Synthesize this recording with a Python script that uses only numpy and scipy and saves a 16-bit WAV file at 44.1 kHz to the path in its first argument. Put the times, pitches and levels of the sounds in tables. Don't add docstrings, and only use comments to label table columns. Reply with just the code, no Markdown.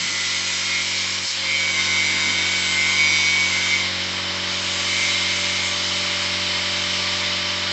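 import sys
import numpy as np
from scipy import signal
from scipy.fft import rfft, irfft, next_fast_len
from scipy.io import wavfile
from scipy.ndimage import uniform_filter1d, map_coordinates

SR = 44100
rng = np.random.default_rng(int(sys.argv[2]) if len(sys.argv) > 2 else 0)


def dump(signal):
    limited = np.clip(np.atleast_2d(signal).T, -1, 1)
    pcm = np.round(limited * 32767).astype(np.int16)
    wavfile.write(sys.argv[1], SR, pcm)


N = 340452

# (time [s], level [dB])
HUM_PICKUP = [(0, -48), (.4, -44.5), (1.25, -44.5), (1.275, -57), (1.4, -45), (1.6, -44), (1.9, -40.5),
              (7.7, -40.5)]
# (multiple of the shaft speed, relative level [dB])
HUM_TONES = [(1, -29), (2, -0.5), (3, -16), (4, -1), (5, -11.5), (6, -11), (7, -6), (8, -7.5), (9, -17.5),
             (10, -13.5), (11, -15.5), (12, -11.5), (13, -12.5), (14, -12), (15, -18), (16, -14), (17, -16),
             (18, -12.5), (19, -10.5), (20, -13), (21, -6), (22, -13), (23, -11.5)]
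# (frequency [Hz], relative level [dB])
RUMBLE_SPECTRUM = [(20, -13.5), (55, -17.5), (90, -1), (150, -2), (250, -0.5), (400, 3.5), (700, 1.5),
                   (1500, -21.5)]
# (time [s], level [dB], pitch [Hz], half length [s])
WORKER_BUMPS = [(0.058, -40, 172, .06), (0.148, -46, 282, 0.093), (2.143, -38, 264, 0.041),
                (2.277, -39.5, 245, 0.042), (2.37, -43, 280, 0.055), (3.145, -48, 270, 0.11)]
# (time [s], level [dB])
JET_LEVELS = [(0, -33.5), (1.2, -32), (1.3, -26.5), (1.38, -37), (1.48, -60.5), (7.7, -69)]
# (frequency [Hz], relative level [dB])
JET_SPECTRUM = [(3900, -20), (4150, 1), (4400, -0.5), (4700, -5), (5000, 0.5), (5700, -5), (6100, -21.5)]
HOSE_NOTE_SPECTRUM = [(2880, -24.5), (2980, -5.5), (3030, 1), (3100, -6), (3200, -26)]

# (frequency [Hz], relative level [dB])
GURGLE_SPECTRUM = [(300, -27), (450, -17.5), (750, -10), (1050, -0.5), (1400, 1), (1800, 0.5), (2300, 1.5),
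                   (3000, -17.5)]
HISS_SPECTRUM = [(1300, -34), (1800, -8.5), (2150, -0.5), (2400, -3.5), (2650, -4.5), (3000, -2),
                 (3400, -3), (3800, -1), (4400, -3), (5300, -3.5), (5700, -8.5), (6300, -32)]
SPRAY_SPECTRUM = [(4800, -24), (5800, -2), (6300, -1.5), (6900, -3.5), (7500, -3), (7800, -8),
                  (8100, -15.5), (8500, -33)]
# (time [s], relative level [dB])
GURGLE_LEVELS = [(0.04, -41), (0.51, -41.5), (1.35, -41.5), (1.8, -38.5), (7.4, -38), (7.66, -37)]
# (time [s], relative hiss level [dB], relative spray level [dB])
FLOW_LEVELS = [(0.04, -29, -33), (0.14, -31.5, -32), (0.31, -29, -32), (1.31, -31, -33.5),
               (1.38, -28.5, -36.5), (1.76, -29.5, -34), (1.82, -26.5, -34.5), (1.88, -28, -35),
               (3.75, -27.5, -33.5), (3.88, -28, -40), (4.3, -29.5, -41), (4.94, -26.5, -31),
               (5.32, -25.5, -34), (5.39, -27, -33), (6.68, -27, -37), (7.11, -26.5, -36),
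               (7.43, -27, -39.5), (7.66, -28, -38.5)]
# (start [s], end [s], depth [dB])
HISS_DIP = (1.2, 1.32, 2.7)
# (frequency [Hz], half width [Hz], boost [dB])
HOSE_RESONANCES = [(3060, 85, 6), (3620, 60, 2.5), (6480, 120, 2.5), (7550, 110, 2.5)]

# (time [s], speed [turns/s])
LOADED_SPEED = [(0, 155.2), (.5, 153.9), (1.15, 152.5), (1.85, 149.75), (2.7, 150), (3.25, 149.45),
                (3.8, 150.3)]
# (level under load [dB], boost once unloaded [dB], growth [dB/s])
BEARING_TONES = [(-51, 7.5, 0.76), (-52.5, 4.5, 0.66)]
# (start [s], end [s], tone change [dB], octave change [dB])
BEARING_SURGES = [(1.4, 1.72, 8.5, 2), (1.72, 2.35, -1, 9.5), (2.6, 3.6, -3, 6.5), (3.78, 3.97, 6, 4)]
# (multiple of the pump speed, relative level [dB])
WHINE_TONES = [(10, -50), (11, -45.5), (18, -44), (19, -44), (21, -37), (22, -43.5), (24, -39), (25, -38),
               (26, -45.5), (27, -39.5), (28, -43.5), (31, -44.5), (32, -39.5), (33, -42), (36, -47.5),
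               (37, -44.5), (40, -43.5)]
# (start [s], end [s], multiple of the pump speed, relative level [dB])
LOUD_WHISTLES = [(0.0, 0.85, 9, -45), (0.02, 0.8, 38, -43), (1.6, 3.0, 10, -41.5), (1.7, 2.45, 51, -44.5),
                 (1.85, 2.5, 39, -42), (2.15, 2.35, 32, -36), (2.4, 3.45, 45, -45), (2.58, 2.95, 51, -42),
                 (2.94, 3.32, 32, -33), (2.95, 3.45, 24, -36.5), (3.0, 3.3, 27, -36.5),
                 (3.05, 3.33, 39, -36), (3.5, 3.75, 10, -41), (3.6, 3.73, 21, -33), (5.1, 5.17, 24, -30),
                 (5.2, 5.9, 39, -45)]
STRAY_RANGE = (41, 50)
# (frequency [Hz], relative level [dB])
RASP_SPECTRUM = [(1700, -30.5), (2000, -3), (2130, 1), (2260, 5), (2420, -8.5), (2700, -28.5)]
# (frequency [Hz], relative level [dB])
HOUSING_RESPONSE = [(1750, -21), (1860, -5.5), (1950, -16), (1985, -1), (2300, -1.5), (2400, -4.5),
                    (2460, 3), (2550, -1.5), (2680, -23)]
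# (start [s], end [s], level [dB], fade [dB/s], resonance [Hz], half width [Hz], phase slip [rad])
SEAL_SQUEALS = [(0.02, 0.43, -28, 8, 2060, 220, .3), (0.447, 0.664, -31, 7, 2190, 230, .35),
                (0.67, 0.823, -25.5, 7, 2130, 190, .25), (0.815, 1.253, -29.5, 12, 2260, 170, 0.23),
                (1.464, 1.74, -22, 7, 2220, 115, 0.28), (1.755, 1.817, -19.5, 6, 2160, 115, 0.18),
                (1.87, 2.686, -22, 6.5, 2172, 115, .2), (2.673, 2.97, -23.5, -5, 2164, 115, .15),
                (2.973, 3.484, -19, 3.5, 2240, 95, .07), (3.495, 3.886, -25.5, 6, 2136, 115, 0.33),
                (3.716, 3.762, -17, 8, 2170, 110, .1), (4.91, 5.14, -22, 16, 2165, 130, 1.1),
                (5.17, 5.78, -29, 8, 2160, 130, 0.54), (5.95, 7.3, -36, 1.5, 2170, 160, 1.1)]

UNLOAD_S = 3.84


def amp(db):
    return 10 ** (np.asarray(db) / 20)


def unit(x):
    return x / np.sqrt(np.mean(x ** 2) + 1e-20)


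def curves(rows):
    times, *columns = np.transpose(rows)
    return [np.interp(np.arange(N) / SR, times, column) for column in columns]


def gate(start, end, attack, release):
    t = np.arange(N) / SR
    return np.clip(.5 + np.minimum((t - start) / attack, (end - t) / release), 0, 1)


def since(start):
    return np.maximum(np.arange(N) / SR - start, 0)


def wobble(rate):
    coarse = np.arange(0, N + 64, 64)
    knots = rng.standard_normal(int(N * rate / SR) + 4)
    return np.interp(np.arange(N), coarse, map_coordinates(knots, [coarse * rate / SR], mode="nearest"))


def tone(phase):
    return np.sqrt(2) * np.sin(phase + rng.uniform(0, 2 * np.pi))


def filtered(x, response):
    size = next_fast_len(N + 8192)
    return irfft(rfft(x, size) * response(np.fft.rfftfreq(size, 1 / SR)), size)[:N]


def rush(spectrum, patchy_db):
    cells = signal.stft(rng.standard_normal(N), nperseg=512)[2]
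    patches = uniform_filter1d(rng.standard_normal(cells.shape), size=5, axis=0)
    patches = uniform_filter1d(patches, size=12, axis=1)
    noise = signal.istft(cells * amp(patchy_db * unit(patches)), nperseg=512)[1][:N]
    hz, db = np.transpose(spectrum)
    colour = lambda f: amp(np.interp(np.log(f + 1), np.log(hz), db, left=-120, right=-120))
    return unit(filtered(noise, colour))


def compressor(shaft_hz=46.37, rumble_db=-8, waver_db=.6, drift_rad=.037):
    pickup_db, = curves(HUM_PICKUP)
    angle = 2 * np.pi * shaft_hz * np.arange(N) / SR + drift_rad * wobble(2.04)
    hum = sum(amp(level + waver_db * wobble(6.9)) * tone(k * angle) for k, level in HUM_TONES)
    air = rush(RUMBLE_SPECTRUM, patchy_db=.8)
    return amp(pickup_db) * (hum + amp(rumble_db) * air)


def worker_bumps(spread=.2):
    t, out = np.arange(N) / SR, np.zeros(N)
    for when, db, hz, half_length in WORKER_BUMPS:
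        band = lambda f: 1 / (1 + (np.log((f + 1) / hz) / spread) ** 2)
        thud = unit(filtered(rng.standard_normal(N), band))
        out += amp(db) * thud * np.exp(-((t - when) / half_length) ** 2)
    return out


def air_jet():
    db, = curves(JET_LEVELS)
    return amp(db) * rush(JET_SPECTRUM, patchy_db=2)


def hose_note(full_db=-37, build_s=4.2):
    build = 1 - np.exp(-since(UNLOAD_S) / build_s)
    return build * amp(full_db + wobble(7)) * rush(HOSE_NOTE_SPECTRUM, patchy_db=3)


def flow(angle, gurgle_gain_db=5, hiss_gain_db=2, spray_gain_db=-1, throb=.049):
    gurgle_db, = curves(GURGLE_LEVELS)
    hiss_db, spray_db = curves(FLOW_LEVELS)
    start, end, dip_db = HISS_DIP
    hiss_db -= dip_db * gate(start, end, .02, .08)
    gurgle = amp(gurgle_db + gurgle_gain_db) * rush(GURGLE_SPECTRUM, patchy_db=1)
    hiss = amp(hiss_db + hiss_gain_db + .14 * wobble(23)) * rush(HISS_SPECTRUM, patchy_db=.6)
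    spray = amp(spray_db + spray_gain_db) * rush(SPRAY_SPECTRUM, patchy_db=1.7)
    hoses = lambda f: amp(sum(db / (1 + ((f - hz) / width) ** 2) for hz, width, db in HOSE_RESONANCES))
    return filtered(gurgle + hiss + spray, hoses) * (1 + throb * np.cos(angle))


def unloaded(settle_s=.26):
    return 1 - np.exp(-since(UNLOAD_S) / settle_s)


def pump_speed(jump_hz=11.2, creep_hz_per_s=.89):
    loaded, = curves(LOADED_SPEED)
    return loaded + jump_hz * unloaded() + creep_hz_per_s * since(UNLOAD_S)


def bearing(angle, passes_per_turn=3.56, flutter_db=2.5, slip_rad=.59):
    tone_db, octave_db = [loaded + boost * unloaded() + growth * since(UNLOAD_S)
                          for loaded, boost, growth in BEARING_TONES]
    for start, end, tone_change, octave_change in BEARING_SURGES:
        swell = gate(start, end, .1, .17)
        tone_db += tone_change * swell
        octave_db += octave_change * swell
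    phase = passes_per_turn * angle
    octave = tone(2 * phase + slip_rad * (1 - unloaded()) * wobble(70))
    return amp(tone_db + wobble(9.2)) * tone(phase) + amp(octave_db + flutter_db * wobble(7.3)) * octave


def rubbing_db(base_db=-2, db_per_spray_db=1.2, relief_db=12, loose_db=8):
    _, spray_db = curves(FLOW_LEVELS)
    loaded, = curves(LOADED_SPEED)
    looseness = (loaded - loaded.min()) / np.ptp(loaded)
    extra_db = db_per_spray_db * (spray_db - spray_db.mean())
    return base_db + extra_db - relief_db * unloaded() - loose_db * looseness


def stray_whistles(angle, gain_db=-43):
    lowest, highest = STRAY_RANGE
    whistles = np.zeros(N)
    for k in range(lowest, highest + 1):
        presence = np.clip(.4 + wobble(3), 0, 1)
        whistles += presence * tone(k * angle + .1 * wobble(9.8))
    return amp(rubbing_db() + gain_db) * whistles


def rotor_whine(angle, waver_db=3.5, whistle_gain_db=1):
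    rub = amp(rubbing_db())
    gains = {k: rub * amp(db + waver_db * wobble(6)) for k, db in WHINE_TONES}
    for start, end, k, db in LOUD_WHISTLES:
        whistle = gate(start, end, .05, .05) * amp(db + whistle_gain_db + 1.8 * wobble(8))
        gains[k] = np.maximum(gains.get(k, 0), whistle)
    return sum(gain * tone(k * angle + .1 * wobble(14)) for k, gain in gains.items())


def rasp(angle, gain_db=-34, throb=.86):
    noise = rush(RASP_SPECTRUM, patchy_db=1)
    return amp(rubbing_db() + gain_db) * noise * (1 + throb * np.cos(angle))


def seal_grip(attack_s=.06, release_s=.05, lag_s_per_rad=.12, climb_hz_per_s=63):
    power, weight, blend = np.zeros(N), np.zeros(N), np.zeros((3, N))
    for start, end, db, fade, hz, width, slip in SEAL_SQUEALS:
        age = np.minimum(since(start), end - start)
        lag = lag_s_per_rad * slip
        envelope = gate(start, end, attack_s + lag, release_s + lag) * amp(db - fade * age)
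        power += envelope ** 2
        share = envelope ** 2 + 1e-12
        weight += share
        blend += [share * (hz + climb_hz_per_s * age), share * width, share * slip]
    return np.sqrt(power), *(blend / weight)


def seal_squeal(speed, angle, waver_db=2):
    strength, centre, width, slip = seal_grip()
    ring, power = np.zeros(N), np.zeros(N)
    for k in range(12, 18):
        detune = (k * speed - centre) / width
        housing_db = np.interp(k * speed, *np.transpose(HOUSING_RESPONSE))
        gain = amp(housing_db + waver_db * wobble(8.3)) / (1 + detune ** 2)
        ring += gain * tone(k * angle + slip * wobble(45))
        power += gain ** 2
    flutter = amp(wobble(15))
    return ring / np.sqrt(power) * strength * flutter


def scene():
    speed = pump_speed()
    angle = 2 * np.pi * np.cumsum(speed) / SR
    pump = seal_squeal(speed, angle) + rasp(angle)
    pump += rotor_whine(angle) + stray_whistles(angle) + bearing(angle)
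    mono = pump + flow(angle) + hose_note() + air_jet() + compressor() + worker_bumps()
    return np.array([mono, mono])


def record(dry, top_hz=8500):
    return np.array([filtered(channel, lambda hz: hz < top_hz) for channel in dry])


dry = scene()
out = record(dry)
dump(out)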